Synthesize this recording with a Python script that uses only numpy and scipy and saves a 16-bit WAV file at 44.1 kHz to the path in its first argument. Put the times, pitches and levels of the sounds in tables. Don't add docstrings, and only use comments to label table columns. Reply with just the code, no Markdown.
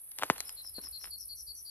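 import sys
import numpy as np
from scipy import signal
from scipy.fft import rfft, irfft
from scipy.io import wavfile

SR = 44100
rng = np.random.default_rng(int(sys.argv[2]) if len(sys.argv) > 2 else 0)


def inscribe(sig):
    pcm = np.round(np.clip(np.atleast_2d(sig).T, -1, 1) * 32767)
    wavfile.write(sys.argv[1], SR, pcm.astype(np.int16))


N = 74970
T = np.arange(N) / SR
HZ = np.maximum(np.arange(N // 2 + 1) * SR / N, 1)

# start in seconds, plop level in dB, low cut in Hz,
# crack level in dB, tail level in dB. Levels are relative within each layer.
STONE_SNAPS = [(.1175, -56, 1496, -37, -69), (.1870, -54.5, 504, -18, -55.5),
               (.1892, -48.5, 450, -74, -40.5), (.1955, -35.5, 703, -32, -66), (.2090, -48, 910, -39, -59),
               (.2162, -44, 900, -43.5, -32), (.2240, -19, 800, -33.5, -34.5),
               (0.2342, -14, 650, -18.5, -26.5), (0.3, -7.5, 350, -12, -19.5), (.3600, -71, 1240, -64, -37),
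               (.3815, -38, 1240, -28, -66), (.4050, -40.5, 1296, -14.5, -40), (.4938, -49, 1400, -24, -49),
               (0.5274, -58, 1400, -46, -70), (.6475, -50, 900, -66, -100)]


def stones():
    plops = sum(from_db(db) * plop(start, low_cut) for start, db, low_cut, _, _ in STONE_SNAPS)
    bursts = sum(from_db(db) * decay(start - .0002, t60=.004) for start, _, _, db, _ in STONE_SNAPS)
    cracks = filt(bursts * rng.standard_normal(N), 2200, "high", order=1)
    return plops + filt(cracks, 7000, "low", order=1) + snap_tails() + wheel_ring()


def plop(start, low_cut_hz, top_hz=2300, pitch_halves_s=.00051, attack_s=.000067):
    t = np.maximum(T - start, 0)
    fall = 1 / (1 + t / pitch_halves_s)
    swing = np.sin(2 * np.pi * np.cumsum(top_hz * fall * (T >= start)) / SR)
    envelope = (1 - np.exp(-t / attack_s)) * fall ** 1.17 * decay(start, t60=.13)
    return unit_peak(filt(swing * envelope, low_cut_hz, "high", order=1))


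def snap_tails():
    # frequency in Hz, relative level in dB, time to fall 60 dB in seconds.
    tail = [(65, -9.5, .1), (140, -1, 0.031), (400, -8.5, 0.065), (874, -9, 0.047), (2160, -8.5, 0.018),
            (3460, -8.5, 0.07), (6500, -26.5, 0.075), (15000, -39.5, .02)]
    edges = np.geomspace(60, 15360, 9)
    out = np.zeros(N)
    for low, high in zip(edges, edges[1:]):
        hz = np.sqrt(low * high)
        t60 = at_hz(tail, hz, column=2)
        envelope = sum(from_db(db) * min(1, hz / (.53 * low_cut)) ** 2 * decay(start, t60)
                       for start, _, low_cut, _, db in STONE_SNAPS)
        out += from_db(at_hz(tail, hz) + 8) * filt(envelope * rng.standard_normal(N), [low, high], "band")
    return out


def wheel_ring():
    # pitch in Hz, gain in dB, time to fall 60 dB in seconds.
    modes = [(316.7, -46.5, 0.21), (494, -39, 0.099), (785, -45, 0.053), (840, -48.5, .16),
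             (1053, -40, .16), (1283, -56.5, 0.39), (1553, -60, .2), (1790, -45.5, .22),
             (2254, -50.5, 0.06), (2650, -53, .18)]
    blows = sum(from_db(db) * click(start) for start, db, _, _, _ in STONE_SNAPS)
    out = np.zeros(N)
    for hz, db, t60 in modes:
        radius, angle = from_db(-60 / (t60 * SR)), 2 * np.pi * hz / SR
        feedback = [1, -2 * radius * np.cos(angle), radius ** 2]
        out += from_db(db) * signal.lfilter([0, np.sin(angle)], feedback, blows + 1e-18)
    return out


def grit(grains_per_s=2500, spread_db=2.2):
    # time in seconds, level in dB.
    crunch_level = [(0, -74.5), (.1, -73), (.17, -67), (.21, -51.5), (.3, -58.5), (.41, -57), (.55, -66),
                    (.72, -74.5), (.85, -61), (.95, -76), (1.08, -58.5), (1.15, -103), (1.7, -75.5)]
    # frequency in Hz, relative level in dB.
    crunch_tone = [(150, -5.5), (500, 0.5), (1500, -0.5), (2600, -0.5), (4500, 2), (8000, -7),
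                   (15000, -23.5)]
    sizes = from_db(spread_db * np.minimum(rng.exponential(1, N), 4)) * rng.choice([-1, 1], N)
    grains = sizes * (rng.random(N) < grains_per_s / SR)
    return fader(crunch_level) * colour(grains, crunch_tone)


def shoe():
    # start in seconds, level in dB, centre in Hz, 60 dB decay in seconds.
    contacts = [(.781, -52, 1300, .06), (.783, -43, 360, .05), (.791, -46, 330, .045), (.824, -64, 330, .3),
                (.8375, -54, 2500, .04), (.868, -53, 1600, .035)]
    out = np.zeros(N)
    for start, db, hz, t60 in contacts:
        scuff = unit_rms(filt(rng.standard_normal(N), [hz / 1.6, hz * 1.29], "band"))
        out += from_db(db) * decay(start, t60) * scuff
    return out


def ticks(low_hz=875, top_hz=3540):
    # time in seconds, peak level in dB.
    hits = [(1.0140, -44.5), (1.043, -27.5), (1.0552, -33), (1.0730, -37.5), (1.0875, -67)]
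    out = np.zeros(N)
    for start, db in hits:
        tick = filt(filt(click(start), low_hz, "high"), top_hz, "low")
        out += from_db(db) * unit_peak(tick)
    return out


def bird():
    # start in seconds, length in seconds, pitch in Hz,
    # relative level in dB, trill swing in Hz before it narrows.
    low_notes = [(.372, 0.05, 4100, -44, 150), (.560, 0.06, 4082, -39.5, 178), (.737, .059, 4237, -40, 305),
                 (.918, 0.063, 4250, -40, 320), (1.099, 0.063, 4415, -42.5, 302),
                 (1.282, 0.06, 4386, -42, 306), (1.461, 0.064, 4510, -44, 340),
                 (1.645, 0.057, 4593, -47, 360)]
    high_notes = [(.4425, 0.074, 5322, -41, 248), (.625, 0.08, 5403, -37.5, 300),
                  (.810, 0.079, 5480, -36, 323), (.988, 0.082, 5502, -36.5, 336),
                  (1.177, 0.075, 5570, -36.5, 363), (1.353, 0.082, 5700, -37, 402),
                  (1.540, 0.083, 5860, -39.5, 485)]
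    buzz = whistles(low_notes, trill_hz=220, narrowing=.78, skew=-.09, sag_hz=150, throb=.085,
                    attack_share=.49, release_s=.003, waver_hz=46)
    warble = whistles(high_notes, trill_hz=94, narrowing=.37, skew=.17, sag_hz=296, throb=.24,
                      attack_share=.59, release_s=.026, waver_hz=40.4)
    song = pan_left(from_db(-5) * (buzz + warble), pan_db=7.5, lag_ms=.185)
    return song + from_db(-12) * field_echo(song, t60=.38)


def whistles(rows, trill_hz, narrowing, skew, sag_hz, throb, attack_share, release_s, waver_hz):
    # frequency in Hz, gain in dB.
    path_eq = [(3850, -18.5), (4080, -1), (4330, 3.5), (4650, 6), (4950, 7), (5230, -0.5), (5560, -10.5),
               (5900, 0), (6250, -6), (6600, -30)]
    out = np.zeros(N)
    for start, length, hz, db, swing_hz in rows:
        t = T - start
        progress = np.clip(t / length, 0, 1)
        turn = 2 * np.pi * trill_hz * t
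        trill = np.sin(turn) + skew * np.sin(2 * turn)
        waver = waver_hz * unit_rms(filt(rng.standard_normal(N), 730, "low"))
        glide = hz + sag_hz * (.35 - progress ** 2)
        pitch = glide + swing_hz * (1 - narrowing * progress) * trill + waver
        swell = np.clip(progress / attack_share, 0, 1) * np.clip((length - t) / release_s, 0, 1)
        tone = np.sin(2 * np.pi * np.cumsum(pitch) / SR)
        out += from_db(db + at_hz(path_eq, pitch)) * swell * (1 - throb * trill) * tone
    return out


def crickets(likeness=.83):
    # frequency in Hz, relative level in dB.
    wing_tone = [(6500, -45.5), (7500, -27.5), (8200, -16.5), (9200, -6.5), (10200, 0), (11200, 1),
                 (12100, -5), (12700, -22), (13600, -30), (14100, -58.5)]
    # time in seconds, wing cycles per second.
    wing_rate = [(0, 13.64), (.4, 13.8), (.6, 14.0), (.85, 13.6), (1.7, 13.45)]
    # centre and half-width as shares of a cycle, base level in dB, pitch ratio.
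    strokes = [(.25, .06, -45.5, .99), (.595, .11, -46.5, 1.0), (.95, .09, -55, 1.07)]
    # time in seconds, gain in dB.
    swell = [(0, -0.5), (.4, 1), (1.25, 3.5), (1.45, -0.5), (1.7, 1)]
    # frequency in Hz, lead of the left side in radians.
    left_lead = [(8500, 4), (10000, 2.5), (12000, 1.12), (13100, -13.5)]
    cycles = np.cumsum(np.interp(T, *np.transpose(wing_rate))) / SR
    out = from_db(-50.5) * stereo_noise(wing_tone, likeness)
    for centre, width, db, ratio in strokes:
        offset = (cycles - centre + .5) % 1 - .5
        stroke = np.exp(-(offset / width) ** 2)
        rasp = stereo_noise([(hz * ratio, gain_db) for hz, gain_db in wing_tone], likeness)
        out += from_db(db) * fader(swell) * stroke * rasp
    right = irfft(rfft(out[1]) * np.exp(-1j * at_hz(left_lead, HZ)), N)
    return np.array([out[0], right])


def open_air(gust_db=1.5, gust_hz=7):
    # frequency in Hz, relative level in dB.
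    air_tone = [(100, 4.5), (200, 1.5), (400, -3), (800, -9.5), (3000, -17.5), (7000, -15), (14000, -14)]
    rumble_tone = [(18, -37.5), (32, -17), (46, -1), (68, 3), (90, -12), (130, -15.5), (300, -49)]
    # time in seconds, level in dB.
    rumble_level = [(0, -100), (.3, -72), (.9, -64), (1.7, -67.5)]
    gusts = from_db(gust_db * unit_rms(filt(rng.standard_normal(N), gust_hz, "low")))
    rumble = unit_rms(gusts * stereo_noise(rumble_tone, likeness=.88))
    return from_db(-72) * stereo_noise(air_tone, likeness=.34) + fader(rumble_level) * rumble


def field_echo(x, t60):
    echoes = rng.standard_normal((2, N)) * decay(.0057, t60)
    return signal.fftconvolve(x, unit_rms(echoes) / np.sqrt(N), axes=1)[:, :N]


def pan_left(x, pan_db, lag_ms):
    delay = np.exp(-2j * np.pi * HZ * lag_ms / 1000)
    left, right = rfft(x) * from_db(pan_db / 2), rfft(x) * from_db(-pan_db / 2) * delay
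    return irfft([left, right], N)


def stereo_noise(spectrum, likeness):
    mid, side = rng.standard_normal((2, N))
    return colour(np.sqrt(1 + likeness) * mid + np.sqrt(1 - likeness) * side * [[1], [-1]], spectrum)


def colour(x, spectrum):
    return unit_rms(irfft(rfft(x) * from_db(at_hz(spectrum, HZ)), N))


def filt(x, hz, kind, order=2):
    return signal.sosfilt(signal.butter(order, hz, kind, fs=SR, output="sos"), x + 1e-18)


def click(start):
    return (np.arange(N) == int(start * SR)) * 1.


def decay(start, t60):
    return (T >= start) * from_db(-60 * np.clip((T - start) / t60, 0, 2))


def fader(points):
    return from_db(np.interp(T, *np.transpose(points)))


def at_hz(points, hz, column=1):
    table = np.array(points)
    return np.interp(np.log(hz), np.log(table[:, 0]), table[:, column])


def from_db(db):
    return 10 ** (np.asarray(db) / 20)


def unit_rms(x):
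    return x / np.sqrt(np.mean(x ** 2) + 1e-20)


def unit_peak(x):
    return x / np.abs(x).max()


def scene():
    # frequency in Hz, left over right in dB.
    bike_pan = [(250, 0), (550, 4), (1200, 3.7), (2200, 1.5), (5000, 3.5), (12000, 1)]
    bike = pan_left(stones() + grit() + shoe() + ticks(), at_hz(bike_pan, HZ), lag_ms=.093)
    return bike + from_db(-26) * field_echo(bike, t60=.5) + bird() + crickets() + open_air()


def record(dry):
    return signal.sosfilt(signal.cheby2(12, 70, 16800, fs=SR, output="sos"), dry)


dry = scene()
out = record(dry)
inscribe(out)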